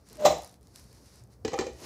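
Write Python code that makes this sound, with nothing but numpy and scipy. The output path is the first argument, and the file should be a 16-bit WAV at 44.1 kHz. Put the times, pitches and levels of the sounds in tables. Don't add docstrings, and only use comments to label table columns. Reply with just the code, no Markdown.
import sys
import numpy as np
from scipy import signal
from scipy.fft import rfft, irfft
from scipy.io import wavfile
from scipy.ndimage import uniform_filter1d, map_coordinates

SR = 44100
rng = np.random.default_rng(int(sys.argv[2]) if len(sys.argv) > 2 else 0)


def dump(signal):
    limited = np.clip(np.atleast_2d(signal).T, -1, 1)
    pcm = np.round(limited * 32767).astype(np.int16)
    wavfile.write(sys.argv[1], SR, pcm)


def rack_gain(trim_db):
    fader = np.asarray(trim_db, float)
    return 10 ** (fader / 20)


N = 81585
T = np.arange(N) / SR

# pitch_hz, level_db (per Hz)
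PAN_CRACK = [(530, 11.5), (900, 5), (1590, -1.5), (2300, 1.5), (3500, -2.5), (6420, 1), (7800, -7),
             (9500, -23), (15500, -25)]
# pitch_hz, level_db (per Hz)
LIFT_CRACK = [(530, -11), (900, 0), (1500, -11), (3950, -8), (4600, -13.5), (6800, -6.5), (10500, -31.5),
              (14300, -16), (15500, -30.5)]


def unit(x):
    return x / np.sqrt(np.mean(x ** 2))


def curve(rows):
    return rack_gain(np.interp(T, *np.array(rows).T[:2]))


def colour(x, shape):
    hz = np.fft.rfftfreq(len(x), 1 / SR)
    points = np.array(shape)
    gain = rack_gain(np.interp(np.log(hz + 1), np.log(points[:, 0]), points[:, 1]))
    return irfft(rfft(x) * gain / np.sqrt(np.mean(gain ** 2)), len(x))


def band(x, hz, width_hz):
    return signal.lfilter(*signal.iirpeak(min(hz, 20000), hz / width_hz, SR), x)


def noise():
    return rng.standard_normal(N)


def walk(rate_hz):
    k = int(SR / rate_hz)
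    return unit(uniform_filter1d(uniform_filter1d(noise(), k), k))


def kitchen():
    # pitch_hz, level_db (per Hz)
    rumble = [(25, -39), (60, 4), (110, -7), (250, -13), (500, -17), (1200, -30), (3000, -48),
              (15500, -45.5)]
    # pitch_hz, level_db
    hum = [(60, -72.5), (122, -66.5), (181, -77.5)]
    # start_s, level_db, pitch_hz, fade_s
    thumps = [(1.7, -42.5, 68, 0.025), (.295, -39.5, 70, 0.023), (1.4, -46.5, 95, 0.035),
              (1.68, -51, 70, 0.024), (1.2, -49, 120, 0.035)]
    # start_s, level_db, pitch_hz, fade_s
    bumps = [(.853, -46, 165, .005), (.107, -52, 445, .006)]
    out = rack_gain(-56.5 + walk(6)) * colour(noise(), rumble)
    for hz, db in hum:
        out = out + rack_gain(db + 1.9 * walk(8.9)) * np.sqrt(2) * np.sin(2 * np.pi * hz * T)
    for start_s, db, hz, fade_s in thumps + bumps:
        t = np.maximum(T - start_s, 0)
        fade = np.exp(-t / fade_s)
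        out = out + rack_gain(db) * np.sin(2 * np.pi * hz * t) * 4 * fade * (1 - fade)
    return out


def hiss():
    # time_s, level_db
    hiss_level = [(0, -71.5), (.05, -71), (.07, -59), (.45, -60), (.5, -62), (.56, -70.5), (.6, -92),
                  (.62, -70.5), (.73, -68.5), (.76, -57), (.88, -66), (.96, -65), (1.19, -59.5), (1.28, -78.5),
                  (1.33, -66.5), (1.38, -79.5), (1.72, -64.5), (1.85, -53)]
    # pitch_hz, level_db
    steam_colour = [(500, -15), (900, 8), (2000, 4), (3400, -1), (4300, 9), (5500, 10), (7500, 2),
                    (10000, 2.5), (15500, -13)]
    flicker_db = 1.2
    grain = colour(noise() * rack_gain(2 * rng.exponential(size=N)), steam_colour)
    air = band(grain, 12000, 5400) * (rack_gain(2 * flicker_db * walk(8.2)) - 1)
    return unit(grain * rack_gain(flicker_db * walk(25)) + air) * curve(hiss_level)


def ticks():
    # start_s, level_db (peak)
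    food_ticks = [(0.0124, -61), (0.088, -43), (0.099, -44), (0.13, -38), (0.156, -43), (0.1705, -40),
                  (0.2014, -53), (0.2087, -46), (0.238, -47), (0.3844, -39.5), (0.4212, -38), (0.4343, -42),
                  (0.4464, -33.5), (0.4608, -44), (0.4755, -42), (0.495, -46), (0.5136, -52), (0.5267, -48),
                  (0.5419, -48), (0.561, -69), (0.611, -58), (0.63, -52.5), (0.6715, -47.5), (0.682, -60),
                  (0.7595, -33.5), (0.7964, -44), (0.9174, -69), (0.929, -46),
                  (.841, -50), (.949, -54), (1.059, -48), (1.158, -48), (1.196, -50), (1.238, -50),
                  (1.274, -60), (1.322, -58), (1.339, -56), (1.566, -48), (1.577, -46), (1.734, -49),
                  (1.803, -46)]
    n = 400
    out = np.zeros(N + n)
    for start_s, db in food_ticks:
        burst = rng.standard_normal(n) * np.exp(-T[:n] / 0.0005)
        hz = 9300 * np.exp(0.031 * rng.standard_normal())
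        bright = unit(band(burst, hz, hz / 2))
        broad = unit(band(band(burst, 5500, 9000), 6100, 13200))
        pop = signal.lfilter(*signal.butter(2, 14500, fs=SR), bright + rack_gain(-5) * broad)
        i = int(start_s * SR)
        out[i:i + n] += rack_gain(db + 2.5) * pop / np.abs(pop).max()
    return out[:N]


def room(x):
    t = T[:30000]
    echoes = 0
    for kind, t60_s, db in (("low", .33, -10.5), ("high", .36, -4.5)):
        tail = rng.standard_normal(len(t)) * rack_gain(-60 * t / t60_s) * np.clip(t / 0.013, 0, 1)
        tail = tail / np.sqrt(np.sum(tail ** 2))
        split = signal.butter(2, 1500, kind, fs=SR, output="sos")
        echoes = echoes + rack_gain(db) * signal.sosfilt(split, tail)
    echoes = signal.lfilter(*signal.butter(1, 8550, fs=SR), echoes)
    wet = signal.fftconvolve(x, echoes)[:N]
    sway_s = .00028 * walk(25)
    return map_coordinates(wet, [(T + sway_s) * SR], mode="mirror")


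def slide():
    start_s, rise_s = 1.72, 0.1
    swell = np.clip((T - start_s) / rise_s, 0, 1) ** 2 * rack_gain(1.5 * walk(61))
    low = unit(band(band(noise(), 360, 180), 220, 360))
    grit = rack_gain(1) * colour(noise(), PAN_CRACK)
    return rack_gain(-50.5) * swell * (low + grit)


def rub():
    # time_s, level_db
    strength = [(.11, -60.5), (.185, -51), (.197, -35.5), (.243, -28.5), (.27, -19.5), (.292, -34.5),
                (.306, -29.5), (.324, -24.5), (.345, -64)]
    sing_hz, sing_start_s, sing_rise_s = 611, 0.171, .01
    wobbly_hz = sing_hz * (1 + .008 * walk(35))
    tone = np.sqrt(2) * np.sin(2 * np.pi * np.cumsum(wobbly_hz) / SR) * rack_gain(2.2 * walk(73))
    tone = tone + rack_gain(-10) * unit(band(band(noise(), sing_hz, 290), sing_hz, 290))
    sings = np.clip((T - sing_start_s) / sing_rise_s, 0, 1)
    rough = unit(band(noise(), 300, 220)) * (1 - sings * (1 - rack_gain(-11.5)))
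    grit = rack_gain(-18.5) * sings * colour(noise() ** 3 / 4, LIFT_CRACK)
    touching = np.clip((T - .08) * 30, 0, 1) * (T < .35)
    return curve(strength) * touching * (tone * sings + rough + grit)


def ring(modes, luck, count, tilt_db=0):
    hz, db, t60_s = np.array(modes).T
    t, luck = T[:count, None], luck[:len(modes)]
    signs = (-1.) ** np.arange(len(hz))[::-1]
    size = rack_gain(db + 2 * luck + tilt_db * np.log2(hz / 460)) * signs
    t60_s = np.where(hz > 880, np.minimum(t60_s, .07), t60_s)
    note = np.sin(2 * np.pi * hz * (1 + .012 * luck[::-1]) * t)
    return (size * note * rack_gain(-60 * t / t60_s)).sum(axis=1)


def clatter(hits, body, seat, clink, crack, crack_db, shimmer_db, shimmer_t60_s, cut_hz):
    n, chatter_s, push_s, snap_s = 16000, 0.0075, 0.00013, 0.0011
    out, t = np.zeros(N + 40000), T[:n]
    push = np.exp(-.5 * ((T[:200] - T[100]) / push_s) ** 2)
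    push = push / push.sum()
    low_cut = signal.butter(2, cut_hz, "high", fs=SR, output="sos")
    for start_s, body_db, clink_db, seat_hz, *tilt in hits:
        luck = rng.standard_normal(28)
        low = ring(body + [(seat_hz, *seat)], luck, count=n, tilt_db=sum(tilt))
        low = signal.sosfilt(low_cut, rack_gain(body_db) * np.convolve(low, push)[:n])
        chatter = rng.standard_normal(2000) ** 3 * np.exp(-T[:2000] / chatter_s)
        chatter = chatter / np.sqrt(np.sum(chatter ** 2))
        high = signal.fftconvolve(ring(clink, luck[14:], count=n), chatter)[:n]
        fade = rack_gain(crack_db) * (np.exp(-t / chatter_s) + rack_gain(5) * np.exp(-t / snap_s)) / 2
        fade = fade + rack_gain(shimmer_db - 60 * t / shimmer_t60_s)
        sharp = colour(rng.standard_normal(n), crack) * fade * np.minimum(t * 2000, 1)
        i = int(start_s * SR)
        out[i - 100:i - 100 + n] += low
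        out[i:i + n] += rack_gain(clink_db) * (high + sharp)
    return out[:N] * rack_gain(.9 * walk(120))


def lift_lid():
    # start_s, body_level_db, clink_level_db, seat_pitch_hz
    lift_hits = [(.107, -68.5, -69, 434), (.2495, -32, -37.5, 595), (.2525, -10.5, -29, 602),
                 (.2565, -16, -27, 620), (.260, -16.5, -27.5, 745), (.267, -23.5, -32, 690),
                 (.274, -28.5, -45.5, 616), (.279, -18.5, -42, 634), (.299, -30, -43, 680),
                 (.304, -20, -51.5, 640), (.311, -27.5, -50, 590), (.322, -30.5, -48, 563),
                 (.365, -29.5, -67, 650), (.384, -35, -63.5, 620), (.433, -53, -78, 595)]
    # pitch_hz, level_db, t60_s
    lift_body = [(169, -9, 0.042), (322.6, -16, 0.076), (406, -19.5, 0.099), (489, -15, 0.18),
                 (608, -7, 0.03), (715, -6, 0.08), (764, -7, 0.089), (803.5, -7, 0.089), (880, -14.5, 0.14),
                 (1055, -13, 0.1), (1151, -11.5, 0.081), (1267, -19, 0.11)]
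    # pitch_hz, level_db, t60_s
    lift_clink = [(2020, -9.5, 0.087), (2150, -7.5, 0.026), (2194, -15, 0.07), (3400, -33, 0.022),
                  (3885, -7, 0.028), (4000, -7, 0.09), (3980, -5, 0.077), (5140, -12, 0.079),
                  (5830, -7, 0.04), (6860, -9.5, 0.089), (7050, -10, 0.08), (7770, -17.5, 0.046)]
    seat = (0, 0.024)  # level_db, t60_s
    return clatter(lift_hits, lift_body, seat, lift_clink, LIFT_CRACK, crack_db=5,
                   shimmer_db=-11.5, shimmer_t60_s=0.19, cut_hz=158)


def drop_lid():
    # start_s, body_level_db, clink_level_db, seat_pitch_hz, tilt_db (per octave)
    drop_hits = [(1.449, -24, -36, 433, -6.5), (1.479, -40, -40.5, 447, -12), (1.518, -47, -49, 400, 13),
                 (1.532, -27.5, -44.5, 486, 3.5), (1.539, -30.5, -45, 459, 7), (1.578, -45, -50, 456, 19),
                 (1.589, -40.5, -35, 470, 4), (1.592, -33, -46, 381, -9.5), (1.600, -37.5, -46, 487, 14),
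                 (1.609, -30.5, -39, 438, -3.5), (1.622, -38, -57, 474, 12.5), (1.636, -41, -55, 427, -8),
                 (1.667, -34.5, -45.5, 510, -5), (1.679, -41.5, -72, 457, 3), (1.697, -48, -79, 360, 2),
                 (1.828, -75, -74, 340, 2)]
    # pitch_hz, level_db, t60_s
    drop_body = [(131, -39, 0.16), (243.5, -16, 0.14), (301.4, -16, 0.136), (357, -12, 0.13),
                 (525, -7, 0.14), (648, -18, 0.3), (793, -7, 0.12), (854, -12, 0.091), (1015, -18, 0.1),
                 (1151, -19, 0.17), (1270, -20, 0.13)]
    # pitch_hz, level_db, t60_s
    drop_clink = [(1739, -6, 0.11), (1970, -7.5, 0.096), (2430, -24.5, 0.056), (2426, -7, 0.078),
                  (3040, -8.5, 0.094), (3650, -13.5, 0.057), (4120, -9, 0.074), (4750, -21, 0.028),
                  (6430, -9, 0.032), (7550, -5, 0.018)]
    seat = (4.4, 0.094)  # level_db, t60_s
    return clatter(drop_hits, drop_body, seat, drop_clink, PAN_CRACK, crack_db=6.5,
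                   shimmer_db=-1.5, shimmer_t60_s=0.068, cut_hz=81)


def scene():
    lid = lift_lid() + drop_lid() + rub() + slide()
    pops = ticks()
    echoes = room(lid + 0.37 * pops)
    return (lid + echoes + pops + hiss() + kitchen())[None]


def low_pass(x):
    return signal.sosfilt(signal.butter(12, 16310, fs=SR, output="sos"), x)


def record(dry):
    low_cut = signal.butter(4, 55, "high", fs=SR, output="sos")
    top_cut = signal.ellip(8, .2, 70, 15450, fs=SR, output="sos")
    mix = signal.sosfilt(top_cut, signal.sosfilt(low_cut, dry))
    return low_pass(mix)


dry = scene()
out = record(dry)
dump(out)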